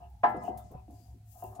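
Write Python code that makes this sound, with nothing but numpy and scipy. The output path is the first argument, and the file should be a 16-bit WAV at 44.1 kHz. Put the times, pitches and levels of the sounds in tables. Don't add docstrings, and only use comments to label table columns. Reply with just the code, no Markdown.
import sys
import numpy as np
from scipy import signal
from scipy.fft import rfft, irfft
from scipy.io import wavfile
from scipy.ndimage import uniform_filter1d

SR = 44100
rng = np.random.default_rng(int(sys.argv[2]) if len(sys.argv) > 2 else 0)


def store_pcm(level_fs):
    pcm = np.round(np.clip(level_fs, -1, 1) * 32767).astype(np.int16)
    wavfile.write(sys.argv[1], SR, np.atleast_2d(pcm).T)


def how_loud(loudness_db):
    steps = np.asarray(loudness_db, float) / 20
    return 10 ** steps


N = 70560
TIME_S = np.arange(N) / SR

# [t/s, drive level/dB, brightness/(dB per octave above 750 Hz),
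# weight of modes below 640 Hz/dB]
PAD_KNOCKS = [(.05, -61, -2.5, -5.5), (.2325, -37.5, 10, -20), (.2362, -19.5, 3, 1.5),
              (.345, -41.5, -0.5, 16.5), (.365, -51, -42, 17.5), (.444, -42.5, -29, 14),
              (.479, -28.5, -47, 2), (0.578, -61, 1, 8), (.75, -63, -16, 17.5), (.72, -54, -23, -20),
              (.879, -59.5, -52, 16), (.9, -56, -36, 9.5), (1.424, -39, -27, 7.5),
              (1.443, -46.5, -14.5, -4), (1.534, -63, -27, -16), (1.558, -59.5, -28, -11),
              (1.594, -37.5, -20, 20)]


def level(x, db):
    return x * how_loud(db) / np.sqrt(np.mean(x ** 2))


def colour(x, table):
    points = np.array(table)
    hz = np.maximum(np.arange(N // 2 + 1) * SR / N, 1)
    gain_db = np.interp(np.log(hz), np.log(points[:, 0]), points[:, 1], left=-90, right=-90)
    return irfft(rfft(x) * how_loud(gain_db), N)


def ring(x, hz, t60, rise_s=.0018):
    turn = np.exp(2j * np.pi * hz / SR)
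    rise = np.exp(-1 / (rise_s * SR))
    decay = np.exp(-np.log(1000) / (t60 * SR))
    swelling = signal.lfilter([1 - rise], [1, -rise * turn], x)
    return signal.lfilter([1], [1, -turn * decay], swelling)


def pan(db):
    return how_loud(np.array([[db / 2], [-db / 2]]))


def walk(rate):
    k = int(SR / rate)
    steps = np.repeat(rng.standard_normal(N // k + 1), k)
    return uniform_filter1d(steps, k)[:N]


def impulses(times_s, db):
    x = np.zeros(N)
    x[(np.asarray(times_s) * SR).astype(int)] = how_loud(db)
    return x


def garage():
    # [f/Hz, width of the decay resonance/Hz]
    hum_bands = [(66, 5.5), (106, 9.5)]
    # [t/s, low band level/dB, upper band level against it/dB]
    waver = np.array([(0.0, -49.5, 8.5), (0.102, -50.5, -12), (0.31, -56.5, 0.5), (0.628, -52, -2),
                      (0.752, -58, 8), (0.796, -50.5, -9), (0.842, -59.5, 5), (0.868, -51.5, -6),
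                      (0.952, -57, 8.5), (1.002, -57.5, -4), (1.136, -53, 1), (1.18, -68, 7),
                      (1.296, -53.5, 0), (1.438, -71, 9.5), (1.478, -51.5, 0), (1.6, -61.5, 6.5)])
    # [f/Hz, gain/dB]
    air_spectrum = [(21, -20.5), (35, -12), (86, -5.5), (163, -10.5), (543, -45.5), (739, -20.5),
                    (819, -52), (955, -49.5), (1090, -45), (1300, -39), (1400, -40.5), (16000, -43.5)]
    low_db = np.interp(TIME_S, waver[:, 0], waver[:, 1])
    high_db = low_db + np.interp(TIME_S, waver[:, 0], waver[:, 2])
    noise = rng.standard_normal((3, N))
    source = noise[0] + 0.091 * noise[1:]
    hum = 0
    for (hz, width_hz), db in zip(hum_bands, (low_db, high_db)):
        band = ring(source, hz, np.log(1000) / np.pi / width_hz, 0.025).imag
        hum = hum + level(band, 0) * how_loud(db)
    noise = rng.standard_normal((3, N))
    swap = signal.lfilter(*signal.butter(1, 900, fs=SR), noise[0] - noise[1:])
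    return hum + level(colour(noise[1:] + swap, air_spectrum), -62)


def bracket():
    modes_hz = [222, 287, 353, 382, 468, 507, 613, 675, 710, 742, 787, 842, 887, 924] + [959, 1008, 1050, 1248, 1346, 1601, 1669, 1750, 1798, 2024, 2223, 2573,
                                     2770, 3150]
    # [drive level/dB, t60/s, left-right/dB, left lead/rad]
    mode_table = [(-30, 0.61, -1.5, 1.5), (-21, 0.1, 3, .2), (-29, 0.23, 1, .3), (-24, 0.49, 1, 1.8),
                  (-26, 0.23, 4, .4), (-23, 0.24, -0.5, -0.5), (-26, 0.54, 4, -0.61),
                  (-15.5, 0.18, 1.5, 2.7), (6.5, 0.11, 1, 0.63), (-10.5, .4, 14.5, -1),
                  (-15.5, 0.37, -12.5, 0.84), (-5, 0.2, 6, -1), (-10, .25, -2.2, 1.3),
                  (-5.5, 0.26, -2.5, 1.9), (-11, 0.32, -2.5, -1.7), (-6, 0.24, -0.5, 1.64),
                  (-24, .15, -6.8, 3), (-8, 0.14, 3.1, 1.6), (-30.5, 0.44, 5.5, -1.2),
                  (-19.5, 0.12, 2, 1.2), (-28, 0.54, 4.5, 1.3), (-28.5, 0.34, -8.5, -1.5),
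                  (-22, 0.34, 8, 3.1), (-42.5, 0.71, 15.5, 2), (-31, 0.27, 3, -2.5), (-32, 0.14, 9, 4.1),
                  (-37, 0.12, -1, -2.1), (-38.5, 0.29, 3.5, 2.8)]
    # [t/s, drive level/dB, brightness/(dB per octave above 750 Hz)]
    rub = np.array([(0, -50, -4.5), (.06, -59.5, -14), (0.122, -71.5, -12), (.22, -88.5, -5.5),
                    (.3, -46, -7), (0.401, -42.5, -0.7), (0.471, -39, -5.5), (0.549, -56, -11),
                    (0.681, -64, -16), (.77, -59.5, -7), (.84, -89, -13), (.96, -61, -27),
                    (1.152, -75, -8.5), (1.3, -92, -14), (1.341, -69, -3), (1.38, -60, -3), (1.41, -60, 1),
                    (1.472, -61.5, 9), (1.6, -45.5, -26)])
    knocks = np.array(PAD_KNOCKS)
    spot_db = 4 * rng.standard_normal((len(knocks), len(mode_table)))
    grains = (rng.random(N) < 380 / SR) * rng.standard_normal(N)
    grains = grains * how_loud(5.5 * walk(37))
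    rub_db = np.interp(TIME_S, rub[:, 0], rub[:, 1])
    rub_tilt = np.interp(TIME_S, rub[:, 0], rub[:, 2])
    out = 0
    for m, (hz, (db, t60, pan_db, lead)) in enumerate(zip(modes_hz, mode_table)):
        octaves = max(np.log2(hz / 750), 0)
        low = hz < 640
        knock_tone_db = knocks[:, 3] if low else knocks[:, 2] * octaves
        rub_tone_db = 8 if low else rub_tilt * octaves
        drive = impulses(knocks[:, 0], knocks[:, 1] + db + knock_tone_db + spot_db[:, m])
        drive += grains * how_loud(-9.5 + db + rub_db + rub_tone_db)
        phase = np.exp(.5j * lead * np.array([[1], [-1]]))
        flutter = how_loud(2.2 * walk(35))
        out = out + pan(pan_db) * flutter * np.imag(ring(drive, hz, t60) * phase)
    return out


def scrapes():
    # [middle t/s, length between 1/e points/s, level before swell, roughness and pan/dB,
    # f/Hz, width of each of two resonances/Hz, left-right/dB]
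    scrape_table = [(0.048, 0.063, -74, 2775, 280, 7.5), (0.39, 0.046, -76.5, 5320, 543, 4),
                    (0.47, 0.065, -65, 2890, 480, 6), (.46, 0.09, -67, 6800, 4950, 4),
                    (0.605, 0.055, -75.5, 3580, 210, 7), (.61, 0.057, -65.5, 1260, 200, 0),
                    (0.775, 0.071, -79, 2560, 300, 13.5), (1.013, 0.16, -81.5, 4800, 400, 17.5),
                    (1.45, 0.072, -72, 2750, 199, 3.5), (.15, 0.195, -65.5, 840, 61, 5.5),
                    (1.37, 0.053, -57.5, 730, 98, 4), (0.66, 0.13, -77.5, 7000, 4700, 12.5),
                    (0.76, 0.1, -68.5, 990, 430, 9), (1.553, .04, -62.5, 1060, 240, 5)]
    noise = rng.standard_normal((3, N))
    source = noise[0] + 1.66 * noise[1:]
    out = 0
    for s, length, db, hz, width_hz, pan_db in scrape_table:
        tau = 1 / np.pi / width_hz
        band = ring(source, hz, np.log(1000) * tau, tau).imag
        swell = np.exp(-(2 * (TIME_S - s) / length) ** 2)
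        roughness = how_loud(1.8 * walk(120))
        out = out + level(band, db) * swell * pan(pan_db) * roughness
    return out


def knock_thumps():
    # [f/Hz, gain/dB]
    thump_spectrum = [(200, -36.5), (330, -13.5), (580, -18.5), (800, -5.5), (1160, -10), (1300, -12),
                      (1500, -18), (1720, -15.5), (1900, -30), (2700, -33), (5000, -51), (10000, -68)]
    knocks = np.array(PAD_KNOCKS)
    strikes = impulses(knocks[:, 0], knocks[:, 1] - 11 + 1.04 * knocks[:, 2])
    envelope = ring(strikes, 0, .2, 0.0012).real
    noise = rng.standard_normal((3, N))
    return envelope * level(colour(noise[0] + 0.69 * noise[1:], thump_spectrum), 0)


def spring_clip():
    # [f/Hz, gain/dB, t60/s]
    clip_modes = [(3520, -6, .04), (7000, -5, .05), (7800, -13.5, 0.027), (9000, 0, 0.017),
                  (10340, -27, .02), (11600, -12, 0.044), (12600, -10, .04), (14200, -7, .025),
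                  (15400, 1.5, .025)]
    # [t/s, drive level/dB, left-right/dB, chatter decay time/s, strongest f/Hz]
    ticks = [(0.0994, -63, 6, 0.0014, 13200), (0.2862, -63.5, 3, 0.024, 11600),
             (0.3631, -65, 4, 0.0098, 7900), (0.434, -52, -4, 0.0043, 12300),
             (0.454, -76, -35, 0.022, 12900), (.47, -69, 14, 0.01, 12700), (0.5723, -50.5, 1, 0.02, 12040),
             (0.7113, -65, 13, 0.014, 11600), (0.9054, -65.5, 3, 0.012, 10900),
             (1.545, -67, -3.5, 0.0053, 9700), (1.55, -57, 2, 0.017, 9000), (1.597, -61, 15, .005, 4840)]
    out = np.zeros((2, N))
    for s, db, pan_db, chatter, top_hz in ticks:
        start, stop = int(s * SR), int(s * SR) + SR // 5
        age = TIME_S[start:stop] - s
        envelope = np.exp(-age / chatter) * (1 - np.exp(-age / 0.0019))
        noise = envelope * rng.standard_normal((2, len(age)))
        drive = noise[0] + 1.8 * noise
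        tone = 0
        for hz, gain_db, t60 in clip_modes:
            focus_db = -36 * np.log2(hz / top_hz) ** 2
            spot_db = 3 * rng.standard_normal()
            tone = tone + how_loud(gain_db + spot_db + focus_db) * ring(drive, hz, t60, 0.00047).imag
        tone = tone / np.sqrt(chatter * SR)
        hiss = how_loud(-2) * ring(drive, top_hz, 0.00013, .00005).imag
        out[:, start:stop] += how_loud(db) * pan(pan_db) * (tone + hiss)
    return out


def thuds():
    # [t/s, level before rise and pan/dB, f/Hz, t60/s, narrowness (divides the bandwidth)]
    thud_table = [(0.242, -38, 286, 0.49, 0.81), (0.344, -36.5, 340, 0.12, 1.9),
                  (0.361, -38, 216, 0.17, 1.1), (0.428, -46, 203, 0.24, 1.2), (0.489, -37, 314, 0.11, 0.98),
                  (0.552, -47.5, 136, 0.17, 1.44), (0.642, -50, 154, 0.22, 0.75),
                  (0.707, -49, 373, 0.19, 0.48), (0.744, -45, 126.5, 0.26, 0.76),
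                  (0.749, -45, 456, 0.037, 0.51), (0.882, -48, 266.6, 0.25, 1.74),
                  (1.001, -58.5, 249, 0.29, 2.5), (1.141, -59, 278, 0.28, 1.17),
                  (1.429, -56.5, 201, 0.6, 1.1), (1.439, -48.5, 378.2, 0.37, 13),
                  (1.594, -59, 310, 0.13, 1.9)]
    noise = rng.standard_normal((3, N))
    source = noise[0] + 0.43 * noise[1:]
    out = 0
    for s, db, hz, t60, narrow in thud_table:
        envelope = ring(impulses([s], db), 0, t60, 0.0016).real
        tau = narrow / (np.pi * 0.63 * hz)
        band = ring(source, hz, np.log(1000) * tau, tau).imag
        out = out + envelope * level(band, 0) * pan(0.82)
    return out


def sleeve():
    # [start t/s, attack/s, hold/s, release/s, level before flicker and pan/dB,
    # brightness/(dB per octave about 7 kHz)]
    strokes = [(0.88, 0.068, 0.06, 0.19, -73, -4.5), (1.242, 0.084, 0.13, 0.11, -64.5, 0.9)]
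    # [f/Hz, gain/dB]
    cloth_spectrum = [(1470, -30), (2500, -20.5), (3890, -18.5), (5560, -10.5), (7300, -4.5), (8600, -9),
                      (12600, -3), (16000, -4.5)]
    # [t/s, drive level/dB, left-right/dB, f/Hz]
    s, db, pan_db, hz = (1.4396, -34.5, 8, 14003)
    out = pan(pan_db) * ring(impulses([s], db), hz, 0.0018, .00003).imag
    for start, attack, hold, release, db, tilt_db in strokes:
        tone = [(f, g + tilt_db * np.log2(f / 7000)) for f, g in cloth_spectrum]
        hiss = level(colour(rng.standard_normal((2, N)), tone), db)
        flicker = how_loud(1.6 * walk(29.64))
        corners_s = np.cumsum([start, attack, hold, release])
        stroke = np.interp(TIME_S, corners_s, [0, 1, 1, 0])
        out = out + hiss * flicker * stroke * pan(13.5)
    return out


def room_tail(near):
    band_hz = [300, 5000]
    t = np.arange(SR // 2) / SR
    decay = how_loud(-60 * t / .6) * (t > .012)
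    tail = level(rng.standard_normal((2, len(t))) * decay, -15) / np.sqrt(len(t))
    tail = signal.lfilter(*signal.butter(2, band_hz, "band", fs=SR), tail)
    return signal.fftconvolve(near.mean(axis=0)[None], tail, axes=1)[:, :N]


def scene():
    near = bracket() + scrapes() + knock_thumps() + spring_clip()
    return garage() + near + room_tail(near) + thuds() + sleeve()


def band_limit(x):
    return signal.sosfilt(signal.butter(12, 16500, fs=SR, output="sos"), x)


def record(dry):
    low_pass = signal.ellip(8, .2, 70, 15800, fs=SR, output="sos")
    mix = signal.sosfilt(low_pass, dry)
    return band_limit(mix)


dry = scene()
out = record(dry)
store_pcm(out)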